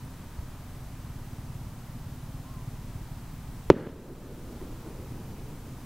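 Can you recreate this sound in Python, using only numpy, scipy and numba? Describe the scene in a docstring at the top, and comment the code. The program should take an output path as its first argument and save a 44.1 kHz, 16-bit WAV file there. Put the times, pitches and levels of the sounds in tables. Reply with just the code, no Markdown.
"""By a city river at night, one microphone feeding two hissing channels.
A slow engine throbs over traffic rumble. At 0.4 s a firework is launched with a low thump; the
engine swells, then recedes as it speeds up, and a faint squeal passes at 2.5 s. At 3.7 s the shell
bursts far off over the water: its pressure wave clips the channels and ducks their gain, and the
echoes roll back from the city blocks."""
import sys
import numpy as np
from scipy import signal
from scipy.io import wavfile
from scipy.ndimage import uniform_filter1d
from numba import njit

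SR = 44100
rng = np.random.default_rng(int(sys.argv[2]) if len(sys.argv) > 2 else 0)


def pcm_store(signal):
    """Save signal as 16-bit PCM."""
    levels = np.round(np.clip(np.atleast_2d(signal), -1, 1) * 32767)
    wavfile.write(sys.argv[1], SR, levels.astype(np.int16).T)


N = 257984


def blast(length_s=.00229, skew=.77, low_hz=99, high_hz=5000):
    """A sharp pressure jump, then a longer suction, with a softened front and no deep bass."""
    progress = np.clip(np.arange(2048) / SR / length_s, 0, 1)
    wave = lowpass(np.cos(3 * np.pi / 2 * progress ** skew), high_hz)
    return signal.sosfilt(signal.butter(2, low_hz, "high", fs=SR, output="sos"), wave)


# Pulses of the bang, then its echoes, at the microphone: t/s, level/dB before dulling, cut-off f/Hz
PULSES = [(3.70138, 4.6, 3800), (3.70315, 4.9, 410), (3.70366, -12, 6000), (3.70638, -.3, 530),
          (3.70672, -15, 4000), (3.70792, -5, 280), (3.71367, -.3, 208), (3.71713, -14.6, 720),
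          (3.739, -16, 450), (3.744, -18, 600), (3.7635, -14, 350), (3.8665, -26, 2600),
          (3.8715, -22, 2600), (4.615, -28, 270), (4.862, -32, 340), (5.1115, -36, 240)]


def burst():
    """A quick cluster of sharp and dull pulses forms the bang; single duller echoes follow."""
    out, wave = np.zeros(N), blast()
    for s, db, hz in PULSES:
        out[int(s * SR):][:len(wave)] += undb(db) * lowpass(wave, hz)
    return out


def trails(grains, t, t60=.55, width_share=.6, trail_db=-14.5):
    """Scatter trails each pulse; the later it comes, the stronger its trail, growing with the square of its
    delay."""
    out = 0
    for s, db, hz in PULSES:
        delay_s = s - PULSES[0][0]
        ring = level(resonate(grains, hz, width_share * hz), 0)
        out += ring * delay_s ** 2 * fade(t - delay_s, t60, db + trail_db)
    return out


# Echoes from near, middle and far blocks: 60 dB decay t/s, level/dB
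BLOCK_ECHOES = [(.8, -22.5), (3.2, -34.5), (30, -47)]


def roll(grains, t, rise_s=.018, air_hz=550):
    """Countless reflections of the blast off the city merge into a long dull roll."""
    power = sum(fade(t, t60, db) ** 2 for t60, db in BLOCK_ECHOES)
    rise = np.clip(t / rise_s, 0, 1)
    echoes = level(signal.fftconvolve(grains, blast())[:N], 0)
    return lowpass(echoes, air_hz, damping=1.58) * np.sqrt(power) * rise


# Scatter from close to the microphone: centre f/Hz, width f/Hz, 60 dB decay t/s, level/dB
NEAR_SCATTER = [(2420, 560, 0.055, -25), (1450, 1120, 0.73, -36), (2580, 2400, 0.41, -48),
                (4600, 2000, .4, -73)]


def splash(grains, t):
    """Near surfaces throw back a short bright spray of the blast."""
    return sum(level(resonate(grains, hz, width), 0) * fade(t, t60, db)
               for hz, width, t60, db in NEAR_SCATTER)


def scatter(rough_db=2.5):
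    """Small reflections from near and far: rough noise shaped by the time t since the bang."""
    t = np.arange(N) / SR - PULSES[0][0]
    grains = rng.standard_normal(N) * undb(rough_db * walk(60))
    return roll(grains, t) + trails(grains, t) + splash(grains, t)


def launch(at_s=.386, hz=68, width_hz=55, peak_db=-27):
    """One push of air, heard as a low thump."""
    push = np.zeros(N)
    push[int(at_s * SR)] = 1
    ring = resonate(push, hz, width_hz)
    return undb(peak_db) * ring / np.abs(ring).max()


# Engine speed, sagging and then rising: t/s, firing f/Hz
FIRING_RATE = [(0, 17.876), (1.94, 17.62), (3.98, 19.02), (5.85, 21.07)]
# Exhaust resonances: centre f/Hz, width f/Hz, relative level/dB
EXHAUST_MODES = [(38, 14, -7), (118, 78, 0), (240, 50, -15)]
# The engine as heard at the microphone: t/s, level/dB
ENGINE_LEVEL = [(0, -48.5), (.9, -46), (1.12, -40), (1.9, -42), (2.85, -40), (3.5, -46.5), (5.85, -53.5)]


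def engine(start_turn=.436, uneven_db=1.5, jitter_s=.0005):
    """Slow, slightly uneven firings, each a short puff ringing the exhaust."""
    turns = start_turn + np.cumsum(curve(FIRING_RATE)) / SR
    firings = np.flatnonzero(np.diff(np.floor(turns)))
    timing, strength = rng.standard_normal((len(firings), 2)).T
    firings += (jitter_s * SR * timing).astype(int)
    pulses = np.zeros(N)
    pulses[np.clip(firings, 0, N - 1)] = -undb(uneven_db * strength)
    puffs = lowpass(pulses, hz=150, damping=1.2)  # gas leaves as a soft puff, not a click
    ring = sum(level(resonate(puffs, hz, width), db) for hz, width, db in EXHAUST_MODES)
    return level(ring, 0) * undb(curve(ENGINE_LEVEL))


def squeal(start_s=2.42, top_s=2.5, end_s=2.65, fade_s=.025, top_hz=1090, db=-58.5):
    """A faint thin tone rises and sinks."""
    t = np.arange(N) / SR
    hz = top_hz - np.maximum(1500 * (top_s - t), 750 * (t - top_s))  # rise and sag in Hz per second
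    gate = np.clip(np.minimum(t - start_s, end_s - t) / fade_s, 0, 1) ** 2
    return np.sqrt(2) * gate * undb(db) * np.sin(2 * np.pi * np.cumsum(hz) / SR)


# Heavy traffic coming and going, at the microphone: t/s, level/dB
DRONE_LEVEL = [(0, -43.5), (.4, -51.5), (3, -49.5), (3.4, -45), (4.2, -55.5), (4.8, -45.5), (5.85, -47)]


def drone(hz=125, width_hz=70):
    """A band of low engine noise from passing heavy vehicles."""
    return level(resonate(rng.standard_normal(N), hz, width_hz), 0) * undb(curve(DRONE_LEVEL))


# Traffic spectrum at the river: f/Hz, relative density level/dB
TRAFFIC_SPECTRUM = [(12, -8), (22, 0.5), (40, -7.5), (70, -5), (100, -13), (140, -15), (185, -17),
                    (240, -12.5), (320, -24.5), (480, -28), (1000, -26), (1500, -33.5), (2100, -37),
                    (4000, -42.5), (8000, -47)]


def traffic(db=-43, flicker_db=.96, flicker_hz=4.89):
    """The city's traffic rumbles, each third-octave band flickering on its own."""
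    out = 0
    knots_hz, knots_db = np.transpose(TRAFFIC_SPECTRUM)
    for hz in 12 * 2 ** np.arange(0, 9.5, 1 / 3):
        band_db = np.interp(np.log(hz), np.log(knots_hz), knots_db) - flicker_db * walk(flicker_hz)
        out += undb(band_db) * resonate(rng.standard_normal(N), hz, hz / 3)
    return level(out, db)


def undb(db):
    """dB to gain."""
    return 10 ** (np.asarray(db) / 20)


def level(x, db):
    """Scale to an rms level."""
    return x * undb(db) / np.sqrt(np.mean(x ** 2))


def curve(table):
    """A table of times and values, interpolated sample by sample."""
    return np.interp(np.arange(N) / SR, *np.transpose(table))


def fade(after_s, t60, db):
    """Starts at a level when after_s passes zero and dies away."""
    return (after_s > 0) * undb(db - 60 * np.maximum(after_s, 0) / t60)


def walk(rate):
    """Random values held 1 / rate seconds and smoothed twice."""
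    hold = int(SR / rate)
    steps = np.repeat(rng.standard_normal(N // hold + 1), hold)
    return uniform_filter1d(uniform_filter1d(steps, hold), hold)[:N]


@njit
def svf(x, hz, damping):
    """State-variable filter: rows low-pass, band-pass."""
    out, band_state, low_state = np.empty((2, len(x))), 0., 0.
    g = np.tan(np.pi * hz / SR)
    for i in range(len(x)):
        band = (band_state + g * (x[i] - low_state)) / (1 + g * (g + damping))
        out[0, i], out[1, i] = low_state + g * band, damping * band
        band_state, low_state = 2 * band - band_state, low_state + 2 * g * band
    return out


def lowpass(x, hz, damping=1.6):
    """Dull the sound above hz."""
    return svf(x, hz, damping)[0]


def resonate(x, hz, width_hz):
    """Two like band-passes in series."""
    once = svf(x, hz, width_hz / hz)[1]
    return svf(once, hz, width_hz / hz)[1]


def scene():
    """Firework, engine and city reach one microphone, the same on both channels."""
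    microphone = traffic() + drone() + engine() + launch() + squeal() + burst() + scatter()
    return np.tile(microphone, (2, 1))


@njit
def duck_db(x, threshold=.15, depth_db=6.03, attack_s=.003, hold_s=.25, release_db_per_s=10.5):
    """Overloads pull the gain down; it holds, then climbs back at a steady rate."""
    out, cut, wait = np.empty(len(x)), 0., 0.
    for i in range(len(x)):
        if abs(x[i]) > threshold:
            cut += (depth_db - cut) / (attack_s * SR)
            wait = hold_s * SR
        elif wait > 0:
            wait -= 1
        else:
            cut = max(cut - release_db_per_s / SR, 0.)
        out[i] = -cut
    return out


def record(dry, hiss_db=-58.5, flutter_db=-71, whine_db=-88, dc_offset=.0016, top_hz=15750):
    """The amplifiers add hiss, low flutter and whine; the gain ducks, peaks clip, the top is cut."""
    t = np.arange(N) / SR
    shared, own = rng.standard_normal(N), rng.standard_normal((2, N))
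    hiss = undb(hiss_db) * (own + .75 * shared)
    flutter = np.array([level(resonate(noise, hz=28, width_hz=22), flutter_db)
                        for noise in rng.standard_normal((2, N))])
    whine = undb(whine_db) * sum(np.sin(2 * np.pi * hz * t) for hz in (12000, 13000, 14000, 15000))
    channels = dry + hiss + flutter + whine
    gain = undb(duck_db(channels[0]))  # the left channel steers both
    clipped = np.clip(channels * gain + dc_offset, -1, 1)
    return signal.sosfilt(signal.ellip(12, .1, 75, top_hz, fs=SR, output="sos"), clipped)


dry = scene()
out = record(dry)
pcm_store(out)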